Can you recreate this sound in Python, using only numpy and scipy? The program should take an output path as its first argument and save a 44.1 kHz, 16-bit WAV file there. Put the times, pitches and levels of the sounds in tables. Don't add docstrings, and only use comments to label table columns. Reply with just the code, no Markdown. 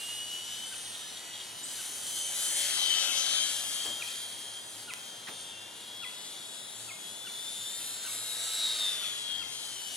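import sys
import numpy as np
from scipy import signal
from scipy.fft import rfft, irfft, next_fast_len
from scipy.io import wavfile
from scipy.ndimage import uniform_filter1d, map_coordinates

SR = 44100
rng = np.random.default_rng(int(sys.argv[2]) if len(sys.argv) > 2 else 0)


def store_wav(level_fs):
    pcm = np.round(np.clip(np.atleast_2d(level_fs), -1, 1) * 32767)
    wavfile.write(sys.argv[1], SR, pcm.T.astype(np.int16))


def elevation(decibels):
    levels = np.asarray(decibels, float)
    return 10 ** (levels / 20)


N = 439236


def unit(x):
    return x / np.sqrt(np.mean(x ** 2) + 1e-20)


def along(points, hz):
    f, v = np.transpose(points)
    return np.interp(np.log(hz + 1), np.log(f + 1), v)


def curves(rows):
    s, *cols = np.transpose(rows)
    return [np.interp(np.arange(N) / SR, s, c) for c in cols]


def swells(rows):
    s, half, *heights = np.transpose(rows)
    t = np.arange(0, N / SR + .01, .01)
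    bells = np.exp(-((t[:, None] - s) / half) ** 2)
    return curves(np.column_stack([t, bells @ np.transpose(heights)]))


def wobble(rate):
    knots = rng.standard_normal(int(N * rate / SR) + 4)
    return map_coordinates(knots, [np.arange(N) * rate / SR], order=1)


def filtered(x, response):
    m = next_fast_len(x.shape[-1] + 8192)
    return irfft(rfft(x, m) * response(np.fft.rfftfreq(m, 1 / SR)), m)[..., :x.shape[-1]]


def coloured(x, spectrum):
    return unit(filtered(x, lambda hz: elevation(along(spectrum, hz))))


def patches(shape, tall, long):
    field = uniform_filter1d(rng.standard_normal(shape), tall, axis=0)
    return unit(uniform_filter1d(uniform_filter1d(field, long, axis=1), long, axis=1))


def ring(x, centre_hz, width_hz, db):
    body = filtered(x, lambda f: 1j * f * width_hz / (centre_hz ** 2 - f * f + 1j * f * width_hz))
    return elevation(db) * body / np.abs(body).max()


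# pitch_hz, level_db
TRAFFIC = [(15, -81), (25, -33), (106, -12.5), (140, -6), (213, -3.5), (438, -3), (958, -2), (1100, -7.5),
           (1400, -5.5), (3000, -11), (3900, -5.5), (6600, -120)]
# pitch_hz, likeness
TRAFFIC_ALIKE = [(60, 0.96), (200, 0.78), (500, 0.24), (2000, 0.024)]


def town():
    turn = lambda hz: np.arccos(np.clip(along(TRAFFIC_ALIKE, hz), -1, 1)) / 2
    shares = lambda hz: elevation(along(TRAFFIC, hz)) * [np.cos(turn(hz)), np.sin(turn(hz))]
    mid, side = filtered(rng.standard_normal((2, N)), shares)
    drone = unit(filtered(rng.standard_normal(N), lambda hz: 1 / (1 + ((hz - 109) / 5) ** 2)))
    hum = elevation(-53 + 0.32 * wobble(2.84)) * unit(np.array([mid + side, mid - side]))
    return hum + elevation(-70.0) * drone * elevation([[.5], [-.5]])


# pitch_hz, level_db
WIND = [(15, -30), (40, -3), (80, -1), (150, -7), (300, -25), (600, -120)]
# centre_s, half_length_s, rise_db
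BREEZE_PUFFS = [
    (3.47, 0.11, 18.5),
    (3.68, 0.16, 28),
    (4.36, 0.055, 25.4),
    (4.5, 0.094, 19),
]
STILL_AIR_DB = -86.5


def breeze():
    across, each = coloured(rng.standard_normal((2, N)), WIND)
    return elevation(STILL_AIR_DB + swells(BREEZE_PUFFS)[0]) * (across * [[1.2], [-1]] + 0.18 * each)


# start_s, peak_db, centre_hz, width_hz, t60_s
FINGER_TAPS = [
    (3.85, -34, 701, 900, 0.19),
    (3.869, -36, 300, 400, 0.42),
    (5.269, -34.5, 1780, 398, 0.046),
    (5.28, -32.5, 1790, 702, 0.047),
    (5.283, -34, 503, 1200, 0.24),
]
# centre_hz, width_hz, peak_db
CLICK_MODES = [(3100, 1500, -23), (6000, 2000, -23.5), (8800, 1200, -25)]
CLICK_S, TAP_RISE_S = 4.93732, 0.0074


def taps():
    out, t = np.zeros((2, N + SR)), np.arange(SR // 6) / SR
    for s, db, centre_hz, width_hz, t60 in FINGER_TAPS:
        rub = rng.standard_normal((2, len(t))) + rng.standard_normal(len(t))
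        burst = elevation(-60 * t / t60) * np.clip(t / TAP_RISE_S, 0, 1) * rub
        out[:, round(s * SR):][:, :len(t)] += ring(burst, centre_hz, width_hz, db)
    click = sum(ring(np.exp(-t * 2e4), *mode) for mode in CLICK_MODES)
    out[:, round(CLICK_S * SR):][:, :len(t)] += click
    return out[:, :N]


def trees(x):
    t = np.arange(SR // 3) / SR
    tail = rng.standard_normal((2, len(t))) * elevation(-60 * t / 0.49) * (t > .012)
    tail[:, round(.062 * SR)] += 9
    return signal.fftconvolve(x[None], tail / np.linalg.norm(tail[0]), axes=1)[:, :N]


# start_s, high_hz, low_hz, level_db, held_end_db
CALLS = [(.705, 1576, 1160, -45, -18), (1.78, 1556, 1089, -47.5, -5), (2.154, 1580, 1188, -50, -14),
         (3.08, 1434, 1086, -44, 0.5), (3.99, 1412, 960, -45, -7), (4.872, 1450, 1010, -43, -1.5),
         (6.009, 1429, 1008, -45, -1.5), (6.866, 1368, 1079, -50.5, 2), (7.242, 1533, 1147, -46, -5),
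         (8.04, 1552, 1110, -44, -2.5), (9.016, 1392, 992, -47, -13), (9.394, 1434, 1046, -47.5, -5)]
# high_hz, level_db
CALL_THROAT = [(1400, 9), (1560, 3)]
# start_s, from_hz, to_hz, length_s, level_db
HIGH_CHIPS = [
    (1.626, 6640, 9040, 0.037, -34),
    (9.18, 7000, 8490, 0.025, -41),
]


def birds():
    out, t = np.zeros(N + SR), np.arange(SR // 10) / SR
    drop = np.interp(t, [0, .024, .037, .042], [0, .06, .5, 1])
    for s, high_hz, low_hz, db, end_db in CALLS:
        turn = 2 * np.pi * np.cumsum(high_hz + (low_hz - high_hz) * drop) / SR
        draws = rng.standard_normal((2, len(t[::170])))
        leaves = elevation([np.interp(t, t[::170], 3.2 * draw) for draw in draws])
        first_db = np.interp(t, [0, .008, .03, .04, .045, .062, .09],
                             [-20, -2, -1, -12, end_db - 5, end_db - 8, end_db - 60])
        second_db = np.interp(t, [0, .014, .033, .04, .046, .062, .09],
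                              [-30, -10, 0, -6, end_db - 3, end_db - 7, end_db - 50])
        low = leaves[0] * elevation(first_db) * np.sin(turn)
        upper = np.sin(2 * turn) + .25 * np.sin(3 * turn)
        upper = leaves[1] * elevation(along(CALL_THROAT, high_hz) + second_db) * upper
        out[round(s * SR):][:len(t)] += elevation(db - 1.4) * (low + upper)
    for s, from_hz, to_hz, length, db in HIGH_CHIPS:
        u = np.clip(t / length, 0, 1)
        turn = 2 * np.pi * np.cumsum(from_hz + (to_hz - from_hz) * u) / SR
        out[round(s * SR):][:len(t)] += elevation(db - 0.5) * np.sin(np.pi * u) * np.sin(turn)
    return out[:N]


# centre_s, half_length_s, rise_db
SERVO_MOVES = [
    (.86, .03, 24),
    (.95, .035, 28),
    (1.04, .045, 27),
    (1.17, .03, 23),
    (1.355, .045, 30),
    (1.42, .025, 28),
]
# pitch_hz, half_width_hz, level_db
SERVO_BOX = [(3280, 170, 0), (3700, 100, -1)]
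SERVO_REST_DB, SERVO_TICKS_HZ = -72, 900


def servo():
    ticks = (rng.random(N) < SERVO_TICKS_HZ / SR) * rng.standard_normal(N)
    ticks = ticks + .06 * rng.standard_normal(N)
    case = lambda f: sum(elevation(db) / (1 + 1j * (f - hz) / half_hz) ** 2 for hz, half_hz, db in SERVO_BOX)
    return elevation(SERVO_REST_DB + swells(SERVO_MOVES)[0]) * unit(filtered(ticks, case))


def banked(x):
    z = signal.stft(x, nperseg=1024)[2]
    field_db = .5 * patches(z.shape, 30, 22) + 1.1 * patches(z.shape, 5, 8)
    return signal.istft(z * elevation(field_db), nperseg=1024)[1][:N]


# pitch_hz, level_db
RUSH_SPECTRUM = [(180, -58), (300, -70), (549, -14), (683, -8), (1340, -21.5), (2470, -13.5), (3200, -2),
                 (4160, -42), (7040, -120)]
RUSH_DB, RUSH_GROWS, RUSH_MASKED, MIDDLE_DB = -6.5, 0.021, 0.11, -48


def air_rush(near_db, nose_db, turn):
    rush_db = near_db + RUSH_DB + RUSH_GROWS * (near_db - MIDDLE_DB) - RUSH_MASKED * nose_db
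    chop = 1 + 0.42 * np.cos(2 * turn)
    air = elevation(0.35 * wobble(9)) * chop * banked(coloured(rng.standard_normal(N), RUSH_SPECTRUM))
    return elevation(rush_db - 2.5) * air


PINION, GEAR = 8, 34
MESH_HUMPS = [(1.04, .26), (2.03, .14), (2.9, .28)]


def rattle(teeth):
    at = np.interp(np.arange(1, int(teeth[-1])), teeth, np.arange(N))
    k, left = np.arange(len(at)), at.astype(int)
    small = rng.standard_normal(PINION)[k % PINION]
    big = rng.standard_normal(GEAR)[k % GEAR]
    size = np.tanh(.08 * small + .35 * big + .3 * small * big + .55 * rng.standard_normal(len(k)))
    knocks = np.bincount(left, size * (left + 1 - at), N + 1)
    knocks = knocks + np.bincount(left + 1, size * (at - left), N + 1)
    shake = filtered(rng.standard_normal((3, N)), lambda hz: 1 / (1 + (hz / 260) ** 4))
    humps = sum(g * unit(s) * np.cos(2 * np.pi * n * teeth) for (n, g), s in zip(MESH_HUMPS, shake))
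    return unit(knocks[:N]) + humps + .95 * rng.standard_normal(N)


# centre_s, half_length_s, centre_hz, half_width_hz,
# level_db
RATTLE_FLARES = [(.8, .2, 9150, 500, 9.5), (8.1, 0.45, 11100, 1190, 5), (2.5, 0.18, 9200, 900, 2),
                 (3.007, .055, 5700, 1200, 4.5), (3.2, 0.037, 6200, 1200, 6), (3.1, .04, 4500, 2500, -3),
                 (4.4, 0.56, 9200, 400, 3.5), (5.4, .11, 8800, 700, 9), (6.6, .35, 7540, 450, 5),
                 (7.95, 0.46, 7500, 700, 4), (8.55, .18, 7800, 499.8, 6), (8.719, .12, 4500, 700, 5)]


def flared(x):
    hz, t, z = signal.stft(x, SR, nperseg=512)
    gain_db = 0
    for s, half, mid_hz, half_hz, db in RATTLE_FLARES:
        gain_db = gain_db + db * np.exp(-((hz[:, None] - mid_hz) / half_hz) ** 2 - ((t - s) / half) ** 2)
    return signal.istft(z * elevation(gain_db), SR, nperseg=512)[1][:N]


# pitch_hz, level_db
FRAME_SPECTRUM = [(1350, -1.5), (2300, -6), (2530, -8.5), (3580, 1), (4180, 0), (4830, -4), (5280, -5.5),
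                  (7110, -7), (8770, -11.5), (9980, -9.5), (12700, -22.5), (15800, -31.5)]


def airframe(near_db, nose_db, teeth):
    frame = banked(coloured(rattle(teeth), FRAME_SPECTRUM)) * elevation(0.99 * wobble(9) + 0.73 * wobble(22))
    frame = filtered(frame, lambda hz: 1 / (1 + (1500 / (hz + 1)) ** 4))
    low = filtered(frame, lambda hz: 1 / (1 + (hz / 7500) ** 8))
    sizzle = frame - low
    return flared(elevation(near_db + 2.0) * unit(low) + elevation(near_db + nose_db + 1.5) * unit(sizzle))


def lines(turn, orders, levels_db, fade_db):
    knots = np.linspace(0, N, 90)
    fades_db = [db + 4.5 + fade_db * rng.standard_normal(len(knots)) for db in levels_db]
    fades = [np.interp(np.arange(N), knots, elevation(db)) for db in fades_db]
    return sum(g * np.sin(k * turn + rng.uniform(0, 7.0)) for k, g in zip(orders, fades))


GEAR_SIDE_ORDERS = [33, 32, 31], [35, 36, 37, 38]
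GEAR_SIDE_LEVELS = [0, -8, -13], [0, -5, -11, -12]
PINION_ORDERS = [29.75, 38.25, 37.25, 39.25, 40.25, 28.75, 25.5, 51]
PINION_LEVELS = [-4, -1, -7, -7, -9, -12, -14, -11]
OVERTONE_ORDERS = [42.5, 68, 67, 69, 66, 70, 63.75, 72.25, 102, 101, 97.75, 96.75]
OVERTONE_LEVELS = [-8, 1, -7, -5, -10, -11, -11, -12, -7, -8, -6, -7]
# centre_s, half_length_s, mesh_gain_db, overtone_gain_db, upper_over_lower_db
WHINE_BEAMS = [(.15, 0.28, 14, 1, -9), (.4, 0.14, 6, 3, 18), (.62, 0.11, 9, 5, 9), (1.75, 0.12, 3, 4, -22),
               (2.22, 0.21, 9, 14, -11), (2.55, 0.14, 4.5, -9, -8), (2.92, .13, 11.5, -5, -3),
               (3.2, 0.081, 0, -3, -8), (3.39, 0.15, 13.5, 13.5, -14), (3.85, 0.23, 9.5, -5, -16),
               (4.4, 0.38, 10.5, 2, -23), (5.1, 0.11, 9, 8, -10), (5.45, 0.17, 8, 7, 24),
               (6.03, 0.21, 15, -9, 0), (6.55, 0.11, 6, 4, -6), (7.06, 0.048, 9, -3, -7),
               (7.27, 0.21, 11, 1, -16), (7.62, 0.26, 13, 12, -1), (8.33, 0.12, 10.5, 10, 4),
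               (8.62, 0.13, 16.5, 8, 10), (8.88, 0.088, 15.5, -17, 9), (9.1, 0.11, 9, 10, 6),
               (9.34, 0.12, 15.5, -1, 2), (9.75, 0.3, 8.5, 1, -12)]
# time_s, level_db
GEAR_RUNOUT = [(0, -5), (2.6, -3), (3, 0), (3.7, -4), (5.6, -3), (6.5, 5), (7.7, 2), (8.45, 0), (8.65, 7),
               (9.96, 5)]
MESH_DB, OVER_DB, SIDES_DB = -9, -14.5, -22
SIDES_SHARE = .55


def gear_whine(near_db, pinion_wobble_db, turn):
    beam_db, over_beam_db, lean_db = swells(WHINE_BEAMS)
    mesh_db = near_db + MESH_DB + beam_db
    over_db = near_db + OVER_DB + over_beam_db
    sides_db = near_db + SIDES_DB + curves(GEAR_RUNOUT)[0] + SIDES_SHARE * beam_db
    sides_db = sides_db + [[-.5], [.5]] * lean_db
    pinion_db = near_db + pinion_wobble_db
    whine = elevation(mesh_db + 4 + 1.6 * wobble(25))
    whine = whine * (1 + .3 * wobble(300)) * np.sin(GEAR * turn + .3 * wobble(300))
    for side_db, orders, levels_db in zip(sides_db, GEAR_SIDE_ORDERS, GEAR_SIDE_LEVELS):
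        whine += elevation(side_db + 1 + 2 * wobble(30)) * lines(turn, orders, levels_db, fade_db=2)
    pinion_gain = elevation(pinion_db - 14 + 1.5 * wobble(20))
    whine += pinion_gain * lines(turn, PINION_ORDERS, PINION_LEVELS, fade_db=3)
    over_gain = elevation(over_db - 5.5 + 1.5 * wobble(20))
    whine += over_gain * lines(turn, OVERTONE_ORDERS, OVERTONE_LEVELS, fade_db=2.5)
    return filtered(whine, lambda hz: 1 / (1 + (hz / 10500) ** 8))


def glints(turn, rows):
    s, half, order, db = np.transpose(rows)
    t = np.arange(0, N / SR + .01, .01)
    power = elevation(2 * db) * np.exp(-2 * ((t[:, None] - s) / half) ** 2)
    out = np.zeros(N)
    for k in np.unique(order):
        flutter = elevation(3 * np.interp(t, t[::2], rng.standard_normal(len(t[::2]))) - 1)
        size = flutter * np.sqrt(2 * power[:, order == k].sum(axis=1))
        out += np.interp(np.arange(N) / SR, t, size) * np.sin(k * turn + rng.uniform(0, 2 * np.pi))
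    return out


# centre_s, half_length_s, shaft_order, level_db
GLINTS_LOW = [(0.4, 0.65, 19.25, -70), (0.93, 0.16, 21.25, -61), (1.25, 0.65, 15.25, -71),
              (1.3, 0.2, 23.0, -61), (1.3, 0.65, 22.0, -67), (1.06, 0.09, 20, -61), (1.45, 0.65, 11.5, -70),
              (2.65, 0.65, 9.25, -64), (2.7, 0.65, 6.25, -61), (3.22, 0.08, 14.75, -57),
              (2.75, 0.65, 4.25, -64), (2.85, 0.22, 22.0, -56), (2.85, 0.65, 22.0, -55),
              (3.1, 0.4, 8.5, -62), (2.98, 0.1, 14.75, -55), (3.25, 0.65, 3.0, -66), (3.4, 0.65, 6.25, -62),
              (3.5, 0.65, 18.0, -58), (4.45, 0.65, 18.0, -70), (5.75, 0.65, 10.0, -70),
              (5.85, 0.65, 15.0, -71), (7.95, 0.65, 12.75, -68), (8.45, 0.65, 13.75, -65),
              (8.5, 0.22, 11.5, -62), (8.5, 0.65, 4.25, -67), (8.5, 0.65, 14.75, -65),
              (8.55, 0.65, 11.5, -62), (8.65, 0.65, 6.0, -64), (8.65, 0.65, 25.5, -62),
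              (8.9, 0.65, 19.0, -65)]
# centre_s, half_length_s, shaft_order, level_db
GLINTS_SIDE = [(0.2, 0.15, 33, -56), (0.52, 0.32, 35, -52), (1.12, 0.32, 36, -60), (1.36, 0.32, 33, -60),
               (2.56, 0.32, 33, -50), (2.96, 0.22, 36, -44), (3.04, 0.32, 35, -43), (3.04, 0.32, 38, -50),
               (3.32, 0.15, 37, -49), (3.44, 0.32, 33, -46), (3.48, 0.1, 32, -52), (3.52, 0.1, 38, -50),
               (3.64, 0.32, 31, -54), (4.28, 0.32, 33, -56), (5.04, 0.32, 33, -60), (5.4, 0.22, 35, -57),
               (5.68, 0.22, 36, -60), (6.24, 0.32, 35, -56), (6.4, 0.32, 38, -59), (6.56, 0.32, 33, -55),
               (7.56, 0.32, 33, -50), (7.6, 0.32, 35, -56), (7.92, 0.1, 38, -53), (8.28, 0.1, 35, -49),
               (8.52, 0.32, 33, -48), (8.56, 0.32, 32, -49), (8.6, 0.32, 37, -57), (8.86, 0.06, 33, -40),
               (8.72, 0.08, 36, -45), (8.9, 0.16, 35, -41), (9.08, 0.32, 33, -43), (9.44, 0.15, 35, -51),
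               (9.72, 0.32, 33, -51)]
# centre_s, half_length_s, shaft_order, level_db
GLINTS_PINION = [(0.96, 0.32, 42.5, -58), (1.88, 0.32, 42.5, -60), (2.72, 0.15, 39.25, -49),
                 (2.84, 0.07, 40.25, -47), (2.88, 0.1, 42.5, -45), (2.96, 0.07, 38.25, -46),
                 (2.96, 0.32, 29.75, -49), (3.08, 0.22, 43.5, -50), (3.24, 0.32, 38.25, -44),
                 (3.24, 0.32, 42.5, -43), (3.28, 0.15, 40.25, -49), (3.36, 0.1, 37.25, -47),
                 (3.36, 0.15, 39.25, -45), (3.44, 0.07, 42.5, -50), (3.88, 0.32, 38.25, -57),
                 (4.08, 0.32, 42.5, -59), (5.36, 0.1, 39.25, -55), (5.48, 0.22, 38.25, -54),
                 (5.6, 0.24, 29.75, -58), (6.24, 0.15, 29.75, -58), (6.44, 0.32, 38.25, -55),
                 (7.56, 0.32, 37.25, -58), (7.64, 0.32, 39.25, -59), (7.84, 0.32, 42.5, -59),
                 (7.88, 0.1, 40.25, -52), (7.88, 0.32, 29.75, -58), (7.96, 0.22, 38.25, -55),
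                 (8.24, 0.1, 37.25, -51), (8.44, 0.1, 38.25, -53), (9.04, 0.32, 29.75, -54),
                 (9.12, 0.32, 42.5, -57), (9.28, 0.32, 40.25, -59), (9.32, 0.32, 38.25, -55)]
# centre_s, half_length_s, shaft_order, level_db
GLINTS_HIGH = [(0.55, 0.65, 67.0, -66), (0.55, 0.65, 69.0, -61), (0.65, 0.65, 68.0, -59),
               (0.75, 0.65, 102.0, -66), (1.2, 0.65, 70.0, -67), (1.5, 0.65, 98.75, -67),
               (1.55, 0.65, 56.0, -65), (1.55, 0.65, 66.0, -66), (2.2, 0.65, 68.0, -59),
               (2.25, 0.65, 107.25, -60), (2.35, 0.65, 69.0, -61), (2.4, 0.65, 67.0, -58),
               (2.9, 0.65, 68.0, -45), (2.95, 0.65, 69.0, -50), (3.0, 0.65, 102.0, -52),
               (3.05, 0.65, 54.0, -56), (3.1, 0.65, 51.0, -55), (3.3, 0.65, 101.0, -55),
               (3.35, 0.65, 73.25, -57), (3.35, 0.65, 97.75, -55), (3.45, 0.65, 68.0, -54),
               (3.45, 0.65, 80.75, -60), (3.65, 0.65, 63.75, -60), (3.7, 0.65, 103.0, -62),
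               (4.25, 0.65, 96.75, -61), (4.6, 0.65, 63.75, -68), (4.7, 0.65, 80.75, -66),
               (4.7, 0.65, 97.75, -62), (5.0, 0.65, 72.25, -69), (5.05, 0.65, 101.0, -68),
               (5.1, 0.65, 102.0, -66), (5.15, 0.65, 96.75, -67), (5.2, 0.65, 103.0, -64),
               (5.35, 0.22, 103.0, -64), (6.45, 0.65, 99.0, -67), (6.65, 0.65, 75.25, -67),
               (6.7, 0.65, 101.0, -68), (6.8, 0.65, 68.0, -65), (7.5, 0.65, 96.75, -64),
               (8.5, 0.25, 68.0, -59), (8.85, 0.65, 103.0, -63), (8.95, 0.65, 69.0, -62),
               (9.0, 0.65, 67.0, -62)]
GLINT_LEVELS = [0.97, -0.49, -0.23, 1]


def panel_glints(turn):
    groups = (GLINTS_LOW, GLINTS_SIDE, GLINTS_PINION, GLINTS_HIGH)
    return sum(elevation(db) * glints(turn, rows) for db, rows in zip(GLINT_LEVELS, groups))


# time_s, mesh_hz
MOTOR_SPEED = [(0, 2820), (.22, 2933), (.5, 2951), (1.2, 2938), (1.5, 2951), (1.98, 3081), (2.62, 3115),
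               (3.55, 3208), (4.68, 3224), (5.55, 3127), (6.2, 3384), (6.62, 3388), (7.35, 3482),
               (8.06, 3675), (8.54, 3902), (8.9, 3556), (9.36, 3216), (9.96, 2934)]
# centre_s, half_length_s, mesh_change_hz
MESH_BENDS = [
    (.73, 0.17, 88),
    (2.3, .2, -24),
    (3.1, 0.23, -145),
    (5.82, 0.19, 27),
    (6.99, .2, -91.5),
    (8.38, .17, 35),
    (8.72, .11, 27),
    (9.74, 0.19, 47.5),
]
# centre_s, half_length_s, mesh_change_hz
MESH_WAVERS = [(0.36, 0.13, -11), (0.6, 0.09, 12), (0.84, 0.09, -12), (1.32, 0.13, -5), (1.68, 0.09, -9),
               (1.96, 0.13, 16), (2.8, 0.3, -15), (3.4, 0.06, -14), (4.0, 0.06, 8), (4.52, 0.3, -4),
               (5.12, 0.13, 8), (5.36, 0.09, -6), (5.44, 0.3, 16), (5.6, 0.06, -8), (5.76, 0.06, 7),
               (5.96, 0.2, 12), (6.44, 0.2, -6), (7.24, 0.3, 13), (8.08, 0.2, -15), (8.68, 0.3, -28),
               (8.92, 0.06, -11), (9.48, 0.3, 20), (9.52, 0.06, 8), (9.64, 0.06, -7), (9.8, 0.06, 12),
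               (9.96, 0.06, -19)]
INERTIA_S = .14


def motor():
    mesh_hz = uniform_filter1d(curves(MOTOR_SPEED)[0], round(INERTIA_S * SR), mode="nearest")
    mesh_hz = mesh_hz + swells(MESH_BENDS)[0] + swells(MESH_WAVERS)[0]
    return np.cumsum(mesh_hz * (1 + .0009 * wobble(40))) / SR


# time_s, nearness_db, nose_towards_db, pinion_wobble_db, left_over_right_db
FLIGHT_PATH = [(0, -48, 2.5, 1, 0), (.5, -48, -0.5, -4, 1), (1.5, -50, -1, 0, 2.5),
               (1.78, -47.5, 4.5, -29, 4), (2.05, -47.5, 5, -25, 1), (2.55, -40, 5, -20, 5),
               (2.8, -36, -4, -21, 11.5), (3.33, -38, -3.5, -7, 12.5), (3.55, -41, 2, -1, 9),
               (4.3, -48.5, -1, -19, 3), (5.1, -52, 1, -10, 4), (5.6, -52.5, -3, 3, 4.5),
               (6.3, -51.5, 0.5, -3, 6), (7.18, -52, 3.5, 4, 6.5), (8.13, -46.5, 3.5, -4, 4.5),
               (8.78, -41, -0.5, 0, 2), (9.38, -48, -3.5, -5, 11.5), (9.96, -47, 3, -22, 6.5)]


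def plane():
    near_db, nose_db, wobble_db, _ = curves(FLIGHT_PATH)
    teeth = motor()
    turn = 2 * np.pi * teeth / GEAR
    whine = gear_whine(near_db, wobble_db, turn)
    noise = airframe(near_db, nose_db, teeth) + air_rush(near_db, nose_db, turn)
    return whine + panel_glints(turn), noise


# pitch_hz, share_of_difference
PORT_SHARES = [(300, 0.057), (1500, 0.5), (3000, 0.81), (8000, 0.48), (14000, 0.3)]


def heard(tones, noise):
    hz, t, z = signal.stft(np.array([tones, noise]), SR, nperseg=1024)
    pan_db = np.interp(t, np.arange(N) / SR, curves(FLIGHT_PATH)[3])
    half_db = along(PORT_SHARES, hz)[:, None] * pan_db / 2 + .8 * patches(z.shape[1:], 14, 9)
    lead = 0.076 * np.abs(pan_db) * np.clip(hz / 1900, 0, 1)[:, None] + 0.029
    scatter = np.tanh(0.49 * patches(z.shape[1:], 14, 9))
    scatter = (1.04 + 0.25 * np.clip(hz / 8000, 0, 1)[:, None]) * scatter
    leads = np.clip(lead + [.4 * scatter, scatter], -1.25, 1.25)
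    pair = [elevation(side * half_db) * (z * np.exp(1j * side * leads)).sum(axis=0) for side in (1, -1)]
    return signal.istft(np.array(pair), SR, nperseg=1024)[1][:, :N]


ECHO_DB = -15


def scene():
    (tones, noise), song = plane(), birds()
    birdsong = song * elevation([[0], [-2]]) + elevation(ECHO_DB + 11) * trees(song)
    rest = elevation(ECHO_DB) * trees(tones + noise) + birdsong + taps() + town() + breeze()
    return heard(tones, noise + servo()) + rest


def roll_off(x):
    return signal.sosfilt(signal.butter(12, 16240, fs=SR, output="sos"), x)


def record(dry):
    mix = filtered(dry, lambda hz: (hz < 15800) / (1 + (35 / (hz + 1)) ** 2))
    return roll_off(mix)


dry = scene()
out = record(dry)
store_wav(out)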